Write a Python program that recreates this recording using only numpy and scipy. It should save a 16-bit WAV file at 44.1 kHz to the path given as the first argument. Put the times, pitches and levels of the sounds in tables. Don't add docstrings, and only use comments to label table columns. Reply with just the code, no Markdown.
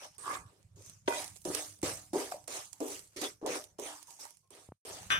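import sys
import numpy as np
from scipy import signal
from scipy.fft import rfft, irfft, next_fast_len
from scipy.io import wavfile
from scipy.ndimage import uniform_filter1d

SR = 44100
rng = np.random.default_rng(int(sys.argv[2]) if len(sys.argv) > 2 else 0)


def voltage_ratio(level):
    return 10 ** (np.asarray(level, float) / 20)


def master_out(mix):
    frames = np.transpose(np.atleast_2d(mix))
    ceiling = np.clip(frames, -1, 1)
    pcm = np.round(ceiling * 32767).astype(np.int16)
    wavfile.write(sys.argv[1], SR, pcm)


N = 228894


def evened(x):
    return x / np.sqrt(np.mean(x ** 2) + 1e-20)


def read(points, hz):
    f, value = np.transpose(points)
    return np.interp(np.log(hz + 1), np.log(f + 1), value)


def over_time(points):
    return np.interp(np.arange(N) / SR, *np.transpose(points))


def add(mix, s, sound):
    part = mix[..., round(s * SR):][..., :sound.shape[-1]]
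    part += sound[..., :part.shape[-1]]


def resonate(x, hz, width):
    r = np.exp(-np.pi * width / SR)
    if np.isscalar(hz):
        return 2 * signal.lfilter([1 - r], [1, -r * np.exp(2j * np.pi * hz / SR)], x).real
    turn = np.exp(2j * np.pi * np.cumsum(hz) / SR)
    return 2 * (turn * signal.lfilter([1 - r], [1, -r], x / turn)).real


def colour(x, points):
    size = next_fast_len(x.shape[-1], True)
    hz = np.fft.rfftfreq(size, 1 / SR)
    inside = (hz >= points[0][0]) * (hz <= points[-1][0])
    return irfft(rfft(x, size) * voltage_ratio(read(points, hz)) * inside, size)[..., :x.shape[-1]]


def lumps(seconds):
    size = max(round(seconds * SR), 1)
    return evened(uniform_filter1d(uniform_filter1d(rng.standard_normal(N), size), size))


def grit(per_s, spread_db, lump_db, lump_s):
    happens = rng.random((2, N)) < per_s / SR
    size = voltage_ratio(spread_db * np.minimum(rng.exponential(1, (2, N)), 4)) * happens
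    return size * rng.standard_normal((2, N)) * voltage_ratio(lump_db * lumps(lump_s))


def ringing(modes, t, since=0):
    phase = 2 * np.pi * rng.random((len(modes), 2, 1)) * np.array([[0], [1]])
    out = 0
    for (hz, db, t60), p in zip(modes, phase):
        out = out + voltage_ratio(db - 60 * t / t60) * np.sin(2 * np.pi * hz * (t + since) + p)
    return out


def dying(rows, db_per_s):
    out, fall = np.zeros(N), voltage_ratio(-db_per_s * np.arange(SR // 2) / SR)
    for s, db, *_ in rows:
        add(out, s, voltage_ratio(db) * fall)
    return out


def patchy(x, depth_db):
    z = signal.stft(x, nperseg=256, noverlap=192)[2]
    field, gaps = rng.standard_normal((2, *z.shape[1:]))
    for _ in range(2):
        field = uniform_filter1d(uniform_filter1d(field, size=3, axis=0), size=16, axis=1)
        gaps = uniform_filter1d(uniform_filter1d(gaps, size=2, axis=0), size=22, axis=1)
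    hole_db = 15.0 * np.maximum(evened(gaps) - 1.5, 0)
    return signal.istft(z * voltage_ratio(depth_db * evened(field) - hole_db), nperseg=256, noverlap=192)[1][:, :N]


# frequency in Hz, likeness from 0 to 1.
PORT_LIKENESS = [(25, 0.52), (100, 0.76), (300, 0.96), (600, 0.89), (1100, 0.17), (2500, 0.069),
                 (5000, 0.1), (12000, 0.28)]
# frequency in Hz, left over right in dB.
PORT_BALANCE = [(60, -5), (110, -3), (200, 0.5), (380, 1), (700, -0.5), (1290, 0), (2380, -1), (4400, 0.5),
                (8120, -6.5), (15000, -5.5)]


def ports(pair):
    size = next_fast_len(N, True)
    hz = np.fft.rfftfreq(size, 1 / SR)
    shared, stray = rfft(pair, size)
    same, lean = np.clip(read(PORT_LIKENESS, hz), 0, 1), voltage_ratio(read(PORT_BALANCE, hz) / 2)
    left = (same * shared + np.sqrt(1 - same ** 2) * stray) * lean
    return irfft(np.array([left, shared / lean]), size)[:, :N]


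# start in seconds, brightest grit in Hz, its lift in dB,
# left-right balance in dB, lag of the left port in samples.
STROKE_PLACES = [(0, 5500, 7, 0.5, 8), (.18, 8100, 4, -2.5, 8), (.755, 6460, 6.5, 2, 10),
                 (1.081, 6440, -0.5, -1, 5), (1.452, 8800, 2, 0, 3), (1.829, 7440, 1, 0.5, 2),
                 (2.134, 8100, 2, -0.5, 3), (2.477, 7000, 2.5, -0.5, 10), (2.805, 8700, -1, 1, 11),
                 (3.163, 5700, 3.5, -0.5, 8), (3.411, 5630, 3, 0.5, 7), (3.786, 7500, 0, -1, 6),
                 (4.191, 5340, 2, -1, 8), (4.505, 8950, 5, -1.5, 3), (4.851, 7700, 0.5, 1.5, 6),
                 (5.099, 8700, -17, 6.5, 19)]


def place(column):
    rows = np.array(STROKE_PLACES)
    return rows[np.searchsorted(rows[:, 0], np.arange(N) / SR, "right") - 1, column]


def placed(pair):
    later = np.clip(np.arange(N) - np.round(place(4)).astype(int), 0, N - 1)
    side = voltage_ratio(np.array([[.5], [-.5]]) * uniform_filter1d(place(3), 100))
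    return np.array([pair[0, later], pair[1]]) * side


# frequency in Hz, time to fall 60 dB in seconds.
KITCHEN_T60 = [(200, 0.37), (1000, 0.11), (4000, 0.091), (12000, 0.13)]


def kitchen(x):
    hz, t, z = signal.stft(rng.standard_normal((2, SR // 2)), SR, nperseg=256)
    tail = signal.istft(z * voltage_ratio(-60 * t / read(KITCHEN_T60, hz)[:, None]), SR, nperseg=256)[1]
    return signal.fftconvolve(x, tail / np.linalg.norm(tail[0]), axes=1)[:, :N]


# time in seconds, drone level in dB.
GATE_LEVEL = [(0, -75), (.2, -71.5), (.43, -61.5), (.58, -74.5), (.75, -68.5), (1.02, -67), (1.3, -66.5),
              (1.65, -70), (2.0, -69.5), (3.1, -73), (3.8, -73.5), (4.479, -84), (4.55, -75.5), (4.68, -81),
              (4.76, -68), (4.8, -97.5), (4.86, -65.5), (5.19, -51.5)]
# frequency in Hz, level in dB.
SIZZLE_SPECTRUM = [(200, -11), (600, -8.5), (2000, -17.5), (4500, -21), (6000, -20), (9000, -22),
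                   (11000, -21.5), (16300, -33.5)]


def sizzle():
    bubbles = patchy(evened(colour(grit(12000, 2., 2.5, .03), SIZZLE_SPECTRUM)), 3.5)
    return voltage_ratio(-79.0 + np.minimum(over_time(GATE_LEVEL) + 75, 0)) * bubbles


# frequency in Hz, level in dB.
RUMBLE_SPECTRUM = [(12, -48), (20, -31), (38, -19.5), (70, 1.5), (87, -12), (102, -1.5), (193, -2.5),
                   (225, -29), (240, -31), (310, -56.5), (530, -120)]
# start in seconds, level in dB.
STOVE_JOLTS = [
    (1.48, -56.5),
    (1.83, -49.5),
    (3.17, -61),
    (3.47, -68),
]
# start in seconds, length in seconds, level in dB.
GATED_HUM = [(0.45, 0.031, -54), (0.643, 0.031, -55.5), (0.707, 0.034, -57), (0.744, 0.024, -54),
             (0.78, 0.047, -54.5), (0.87, 0.02, -58.5), (0.945, .05, -68.5), (1.054, .05, -64.5),
             (1.11, 0.046, -67.5), (1.215, 0.031, -62), (1.294, 0.042, -57.5), (1.477, 0.036, -70),
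             (1.558, 0.035, -75.5), (1.688, 0.081, -63), (1.915, 0.028, -61.5)]
# start in seconds, end in seconds, pitch in Hz, level in dB.
GATED_RING = (4.425, 4.495, 1068, -79)


def drone():
    hum = 1.1 * np.sin(2 * np.pi * 100 * np.arange(N) / SR) * np.array([[1], [.3]])
    low = evened(colour(rng.standard_normal((2, N)), RUMBLE_SPECTRUM)) + hum
    flutter = voltage_ratio(5.7 * np.tanh(2.2 * lumps(0.009)))
    shake = uniform_filter1d(dying(STOVE_JOLTS, 120.5), size=600)
    low = evened(low * flutter) * (voltage_ratio(over_time(GATE_LEVEL)) + shake)
    for s, length, db in GATED_HUM:
        part = hum[:, round(s * SR):][:, :round(length * SR)]
        add(low, s, voltage_ratio(db) * part * signal.windows.tukey(round(length * SR), .6))
    start, end, hz, db = GATED_RING
    t = np.arange(round((end - start) * SR)) / SR
    add(low, start, voltage_ratio(db) * np.sin(2 * np.pi * hz * t) * signal.windows.tukey(len(t), .5))
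    return low


# time in seconds, spike in dB, spike width in seconds,
# swing in dB, swing pitch in Hz, swing time to fall 60 dB in seconds.
MOUNT_BUMPS = [
    (4.6893, -40, 0.00043, -44, 87, 0.094),
    (4.7213, -33, 0.00032, -38.5, 113, 0.028),
]


def bumps():
    out, t = np.zeros(N), np.arange(SR // 8) / SR
    for s, db, width, swing_db, hz, t60 in MOUNT_BUMPS:
        spike = voltage_ratio(db) * np.exp(-(abs(t - .001) / width) ** 1.7)
        swing = voltage_ratio(swing_db - 60 * t / t60) * np.sin(2 * np.pi * hz * t)
        add(out, s - .001, spike - swing)
    return out


# pitch in Hz, level in dB, time to fall 60 dB in seconds.
STEEL_PARTIALS = [(1196, -7, .3), (1572, 1, .5), (1691, -7, .4), (1896, -9, .3), (2476, -6, .28),
                  (2751, -7, .3), (2947, -7, .3), (3122, -10, .3), (3490, -1, .25), (3941, -10, .06),
                  (5103, -18, .14), (6002, -7, .2), (7375, -18, .15), (8150, -17, .12), (9039, -10, .14),
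                  (10770, -22, .1)]
# frequency in Hz, level in dB.
CLATTER_SPECTRUM = [(250, -14.5), (900, -10), (1250, 1), (2500, -4), (3650, -6), (3900, -23), (4400, -26.5),
                    (4700, -21), (6000, -12), (7000, -33), (9000, -29), (10000, -31), (16000, -29)]
# start in seconds, level in dB, clatter level in dB.
STEEL_CLANGS = [
    (5.1029, -29, -29.5),
    (5.109, -51, -34.5),
    (5.118, -28.5, -32.5),
    (5.123, -73, -30.5),
    (5.153, -42, -35),
]


def clang():
    out, t = np.zeros((2, N)), np.arange(SR // 8) / SR
    for s, db, clatter_db in STEEL_CLANGS:
        clatter = evened(colour(rng.standard_normal((2, len(t))), CLATTER_SPECTRUM))
        clatter = voltage_ratio(clatter_db - 1.5 - 60 * t / .25) * clatter
        add(out, s, voltage_ratio(db - 3) * ringing(STEEL_PARTIALS, t, s) + clatter)
    return out


# start in seconds, peak in dB, shared over stray part in dB, less 18.5 dB.
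PASTE_SNAPS = [(0.0468, -40, -3.5), (0.1818, -40.5, -5.5), (0.1935, -43, -7), (.2668, -38.5, -6),
               (0.8225, -46.5, -3.5), (.8619, -39, -1.5), (.897, -36, -2), (1.4431, -43, -9),
               (1.4523, -35, 8.5), (1.491, -40.5, -3.5), (1.8306, -28, -4.5), (2.6554, -40.5, -1.5),
               (2.7831, -52, -4.5), (2.8823, -34.5, -1.5), (2.915, -36, -3.5), (3.511, -34, -3),
               (3.6407, -37, 4), (3.7978, -33.5, -1.5), (4.1068, -39, -0.5), (4.2, -44.5, -1),
               (4.2526, -35.5, -5), (4.8948, -39, -1.5), (1.244, -23.5, -12), (1.279, -31.5, -6),
               (1.3595, -38.5, -8), (1.3639, -35, -10.5), (1.371, -39.5, -4), (1.418, -44, -9.5),
               (2.993, -33.5, -5), (2.728, -49.5, -5), (2.734, -41, -0.5), (1.5475, -26.5, -5.5),
               (1.549, -22, -1.5), (1.55, -20, -3), (1.5515, -26.5, -3), (.148, -52, -2),
               (0.629, -56.5, -3), (3.475, -34.5, -2), (1.61, -33.5, -4), (1.725, -41, -5),
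               (1.79, -48.5, -5.5), (1.817, -39.5, -4.5), (2.3204, -33, -5.5), (2.441, -44.5, -6),
               (2.4794, -29, -0.5), (2.7307, -35.5, 0.5), (2.8047, -35.5, 2), (3.171, -35, -7.5),
               (3.2163, -27, -2), (3.2175, -27.5, -3.5), (3.4378, -59, -14), (3.4623, -28.5, -0.5),
               (4.0282, -33, -9), (4.307, -42, -4.5), (4.371, -49, -2.5), (4.475, -61.5, -9),
               (4.5062, -50, 5), (5.031, -36, -8)]


def snaps():
    out, t = np.zeros((2, N)), np.arange(2500) / SR
    for s, db, pan_db in PASTE_SNAPS:
        fall = voltage_ratio(-7.0 - 60 * t / 0.004) + voltage_ratio(-14.5 - 60 * t / 0.035)
        burst = rng.standard_normal((2, len(t))) * fall + 0.67 * (t == 0)
        add(out, s, voltage_ratio(db - 4.0) * burst * voltage_ratio(np.array([[.5], [-.5]]) * (pan_db + 18.5)))
    return colour(ports(out), [(300, -5), (1500, -8.5), (4000, 0.0), (9000, 5.5), (16200, -17.0)])


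# start in seconds, length in
# seconds, level in dB, pitch in Hz, width in Hz.
GRIT_SQUEAKS = [(0.244, 0.15, -53, 1600, 140), (0.266, 0.15, -53, 2110, 310), (0.291, 0.16, -64, 2430, 166),
                (.26, 0.077, -67, 3300, 570), (.26, 0.11, -58, 900, 77), (1.09, .11, -44.5, 944.6, 12),
                (4.2, 0.056, -51, 5500, 900), (4.24, .04, -59, 890, 50), (.18, 0.07, -62, 407, 160),
                (.27, 0.072, -43.5, 1130, 90), (1.076, 0.13, -48, 1996, 92), (1.09, 0.13, -46, 607, 60),
                (1.08, 0.084, -53, 1460, 31), (1.08, 0.11, -47, 2466, 110), (1.16, 0.066, -48.5, 3880, 150),
                (1.35, 0.053, -62, 9650, 3000), (1.399, .05, -64, 11300, 5000), (2.327, .1, -56.5, 742, 68),
                (2.328, 0.056, -51.5, 603, 75), (3.24, .05, -45, 3470, 210), (3.283, 0.064, -60, 7600, 330),
                (5.098, 0.021, -49, 4200, 500)]


def squeaks():
    out = np.zeros((2, N))
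    for s, length, db, hz, width in GRIT_SQUEAKS:
        u = np.linspace(0, 1, round(length * SR))
        band = resonate(resonate(rng.standard_normal((2, len(u))), hz, width), hz, width)
        add(out, s, voltage_ratio(db) * evened(band) * np.sin(np.pi * u ** 0.79))
    return out


# start in
# seconds, peak in dB, pitch in Hz.
BLADE_SKIPS = [(.021, -49, 545), (.246, -37.5, 1190), (0.2785, -27, 1150), (0.354, -28, 1140),
               (.37, -35, 1200), (0.271, -63, 380), (0.296, -42.5, 490), (0.331, -39.5, 552),
               (1.105, -37, 607), (1.155, -37, 586), (3.232, -34, 780), (4.2535, -37, 910),
               (0.289, -30, 1230), (0.303, -25.5, 1100), (0.309, -30, 1213), (0.324, -38, 1100),
               (0.338, -38, 1210), (0.312, -26.5, 1200), (.351, -35, 1185), (0.789, -56, 410),
               (0.807, -52.5, 520), (1.475, -43.5, 169.3), (1.833, -39.5, 163), (2.14, -46, 169),
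               (2.208, -42.5, 305), (2.237, -47.5, 296), (2.32, -40, 1240), (2.342, -35.5, 586),
               (2.368, -48, 754), (3.42, -60.5, 182), (3.499, -47.5, 180), (1.501, -33, 369),
               (1.547, -36.5, 430), (2.177, -30, 410), (2.198, -35, 420), (2.48, -44.5, 625),
               (2.828, -34.5, 387), (2.893, -38, 415), (2.927, -45.5, 429), (3.19, -40, 400),
               (3.253, -41.5, 440), (3.428, -37, 329), (3.448, -30, 433), (3.491, -29.5, 505),
               (4.08, -56, 880), (4.191, -50, 857), (4.889, -48.5, 436), (5.03, -46, 860)]
# start in seconds, level in dB, fade in dB per second.
EDGE_HISS = (.1815, -49.5, 68)
# frequency in Hz, level in dB.
EDGE_SPECTRUM = [(7500, -25), (7750, -9), (8300, -11), (8950, 1), (9400, -14), (9600, -30)]


def chatter():
    out, t = np.zeros((2, N)), np.arange(SR // 8) / SR
    for s, db, hz in BLADE_SKIPS:
        ring = ringing([(hz, 0, 29 / hz), (hz * 1.3, -10, 12 / hz)], t)
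        add(out, s, voltage_ratio(db) * ring * np.minimum(t / 0.001, 1))
    s, db, db_per_s = EDGE_HISS
    t = np.arange(SR // 3) / SR
    hiss = evened(colour(rng.standard_normal((2, len(t))), EDGE_SPECTRUM))
    add(out, s, voltage_ratio(db - db_per_s * t - 30 * (t / 0.37) ** 4) * hiss)
    return out


# pitch in Hz, level in dB, time to fall 60 dB in seconds.
PAN_PARTIALS = [(301, -4, .5), (441, -5, .2), (603, -7, .3), (745, -12, .2), (943, -3, .25),
                (1068, -18, .3), (1464, -14, .11), (1540, -16, .1), (1997, -15, .12), (2455, -12, .15),
                (2719, -13, .12), (3203, -10, .2), (3553, -8, .12), (4953, -4, .1)]
# start in seconds, peak in dB, thud pitch in Hz, clear ring in dB,
# ring region in Hz.
PAN_KNOCKS = [(1.0791, -17, 387, -5.5, 1100), (1.123, -29, 602, 1, 1400), (1.454, -27, 352, -10.5, 301),
              (1.831, -19.5, 337.5, -26.5, 301), (2.133, -19.5, 330, -30, 301), (2.158, -21, 412, -40, 301),
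              (2.3197, -26.5, 720, -18, 715), (2.804, -27, 302, -34, 301), (3.161, -35, 357, -29, 400),
              (3.217, -27.5, 308, -31, 301), (3.414, -41, 454, -20.5, 399), (3.463, -22, 440, -21.5, 503),
              (3.788, -28, 406, -33.5, 400), (3.822, -32, 420, -12, 408), (4.253, -45.5, 876, -14, 943),
              (4.507, -50.5, 400, -11, 1070), (4.851, -36, 462, -14.5, 600)]


def knocks():
    out, t = np.zeros((2, N)), np.arange(SR // 3) / SR
    for s, db, hz, ring_db, near_hz in PAN_KNOCKS:
        thud_t60 = 0.054 * (400 / hz) ** 0.42
        thud = ringing([(hz, -2.5, thud_t60), (hz * 1.6, -3, .018), (hz * 2.1, -7, .014)], t)
        octaves_away = np.abs(np.log2(np.array(PAN_PARTIALS)[:, 0] / near_hz))
        modes = [(f, d + ring_db - 12 * a, t60) for (f, d, t60), a in zip(PAN_PARTIALS, octaves_away)]
        damping = evened(uniform_filter1d(rng.standard_normal(len(t)), size=300))
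        ring = ringing(modes, t) * voltage_ratio(4.6 * damping)
        tick = voltage_ratio(-17.5 - 60 * t / 0.0046) * rng.standard_normal((2, len(t)))
        add(out, s, voltage_ratio(db) * (thud + ring + tick) * np.minimum(t / 0.0017, 1))
    return signal.sosfilt(signal.butter(2, 190, "high", fs=SR, output="sos"), out)


# landing in seconds, speeding up in seconds, time to fade 30 dB in seconds,
# grit at full speed in dB, pressure in dB.
BLADE_STROKES = [(0.0, 0.047, 0.11, -52, -3.5), (0.183, 0.16, 0.12, -46.5, -3.5),
                 (0.459, 0.04, 0.5, -74, -0.5), (0.758, 0.12, 0.24, -56.5, -11),
                 (1.059, 0.012, 1, -64.5, -11), (1.083, 0.11, 0.2047, -42, -5),
                 (1.449, 0.13, 0.2235, -39.5, -5.5), (1.076, 0.0051, -0.0325, -51, 11.5),
                 (1.828, 0.035, 0.2575, -38, -4), (2.131, 0.07, 0.2747, -42.5, -4.5),
                 (2.313, 0.0028, 0.09, -50.5, -8), (2.475, 0.086, 0.2158, -43, -5),
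                 (2.726, 0.0019, 0.8, -66.5, -9.5), (2.802, 0.12, 0.1963, -45, -6.5),
                 (3.121, 0.12, -0.42, -71, 2.5), (3.162, 0.09, 0.13, -44.5, -2),
                 (3.212, 0.026, 0.0746, -48, -1.5), (.1, 0.064, 0.03, -71, -5.5),
                 (3.413, 0.11, -0.32, -65.5, 3), (3.461, 0.091, 0.15, -41.5, -1.5),
                 (3.784, 0.09, 0.3, -47.5, -3.5), (4.07, 0.05, 0.32, -58, -13),
                 (4.192, 0.04, 0.18, -51, -9.5), (4.504, 0.065, 0.3, -60, -3),
                 (4.848, 0.055, 0.5, -49.5, -2.5)]


def strokes(swing, per_pressure):
    climb_db_per_s, fade_curve = 74.5, 1.16
    touch_s = 0.0012
    out = np.zeros(N)
    for start, rise, fade, db, pressure_db in BLADE_STROKES:
        rise, fade = max(rise, touch_s), max(fade, .015)
        late = np.arange(round((rise + 2 * fade) * SR)) / SR - rise
        speed_db = np.where(late < 0, climb_db_per_s * late, -30 * (np.abs(late) / fade) ** fade_curve)
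        level = voltage_ratio(db + per_pressure * pressure_db + swing * speed_db)
        add(out, start, level * np.minimum((late + rise) / touch_s, 1))
    return out


# start in seconds, shudder in dB,
# loudest region at first in Hz, and where it ends in Hz.
PAN_CONTACTS = [(0, -68, 704, 800), (0.178, -62, 1150, 1240), (0.234, -52.5, 1166, 1200),
                (0.256, -44.5, 1192, 1200), (0.286, -43.5, 1180, 1250), (0.316, -57, 1186, 1250),
                (0.343, -67, 1230, 1200), (0.499, -75, 401, 500), (0.758, -60.5, 380, 450),
                (1.079, -35, 511, 746), (1.453, -35, 352, 590), (1.832, -37, 439, 650),
                (2.138, -28.5, 334, 608), (2.317, -56, 642, 700), (2.476, -45.5, 505, 735),
                (2.727, -74, 853, 810), (2.806, -33, 393, 450), (3.163, -50.5, 392, 430),
                (3.413, -46.5, 402, 450), (3.433, -43, 403, 450), (3.454, -34, 455, 530),
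                (3.789, -41.5, 395, 900), (4.079, -60, 944, 397), (4.191, -67, 442, 800),
                (4.505, -59, 418, 600), (4.853, -51.5, 494, 620)]


def pan_region():
    t, rows = np.arange(N) / SR, np.array(PAN_CONTACTS)
    start, _, from_hz, to_hz = rows[np.searchsorted(rows[:, 0], t, "right").clip(1) - 1].T
    return from_hz + (to_hz - from_hz) * np.clip((t - start) / 0.17, 0, 1)


# frequency in Hz, level in dB.
FINE_SPECTRUM = [(2060, -11.5), (3500, -14), (3980, -12.5), (4500, -8), (6220, 0.5), (7350, -3.5),
                 (8860, -0.5), (15100, -17), (16000, -25.5), (16400, -29)]


def fine_grit():
    crackle = 0.18 * evened(grit(600, 3.5, 2.1, 0.009))
    fine = evened(colour(evened(grit(14000, 0.58, 1.1, 0.0032)) + crackle, FINE_SPECTRUM))
    bright_hz, lift_db = place(1), place(2)
    fine = fine + (voltage_ratio(lift_db) - 1) * resonate(resonate(fine, bright_hz, 2300), bright_hz, 2300)
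    return fine * strokes(1.0, 0) * voltage_ratio(-0.49 * lift_db)


# frequency in Hz, level in dB.
COARSE_SPECTRUM = [(650, -20.5), (1100, -2), (1250, 0.5), (1390, -4.5), (2310, -4), (2610, -5), (5200, -6),
                   (6760, -17.5), (11400, -120)]


def coarse_grit():
    crackle = 0.18 * evened(grit(600, 3.5, 2.1, 0.009))
    coarse = evened(colour(evened(grit(9000, 1.6, 0.58, 0.0051)) + crackle, COARSE_SPECTRUM))
    return coarse * voltage_ratio(2.0) * strokes(1.42, 0.98)


# pitch in Hz, width in Hz, level in dB.
PAN_RESONANCES = [(260, 24, -2), (301, 26, 1), (380, 50, -0.5), (433, 41.6, 0.5), (455, 43, -0.5),
                  (524, 38, -4.5), (603, 22, 0.5), (613, 18, -2), (654, 23, -2), (747, 19, 3),
                  (779, 76, -1), (881, 21, 4), (935, 39, 5.5), (990, 73, -2), (1123, 10, -13.5),
                  (1100, 92, 2), (1200, 23, 6), (1340, 200, -4.5), (1690, 62, 6)]


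def pan_rumble():
    region = uniform_filter1d(pan_region(), 200)
    slips = grit(1500, 3.15, 0.42, 0.0079)
    slips = resonate(resonate(slips, region, 400), region, 400) + .25 * (region / 800) ** 2 * slips
    power = uniform_filter1d(colour(slips, [(230, 0.0084), (1400, 0.0028)])[0] ** 2, size=1800)
    slips = slips / np.sqrt(power + 1e-9)
    shudder = dying(PAN_CONTACTS, 172.5)
    slips = slips * voltage_ratio(4.5) * np.hypot(shudder, voltage_ratio(5.5) * strokes(2.16, 1.64))
    pan = np.zeros((2, N))
    for k, (hz, width, db) in enumerate(PAN_RESONANCES):
        pan += (-1) ** k * voltage_ratio(db) * resonate(slips, hz, width)
    return colour(pan, [(130, -19.0), (260, -0.5), (1400, -3.0), (2000, -6.0)])


def scrape():
    return patchy(fine_grit() + coarse_grit(), 2.6) + pan_rumble()


# time in seconds, level in dB.
SCENE_FADE = [(0, 0), (4.68, 0), (4.74, -12), (4.812, -22), (4.82, -90), (4.848, -90), (4.851, 0), (5.2, 0)]


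def scene():
    near = placed(ports(scrape() + knocks() + chatter() + clang() + squeaks()) + snaps())
    heard = near + voltage_ratio(-23.5) * kitchen(near) + sizzle() + ports(drone())
    return heard * voltage_ratio(over_time(SCENE_FADE)) + bumps()


def roll_off(x):
    return signal.sosfilt(signal.butter(12, 16250, fs=SR, output="sos"), x)


def record(dry):
    mix = signal.oaconvolve(dry, signal.firwin(255, 16300, fs=SR)[None], "same")
    return roll_off(mix)


dry = scene()
out = record(dry)
master_out(out)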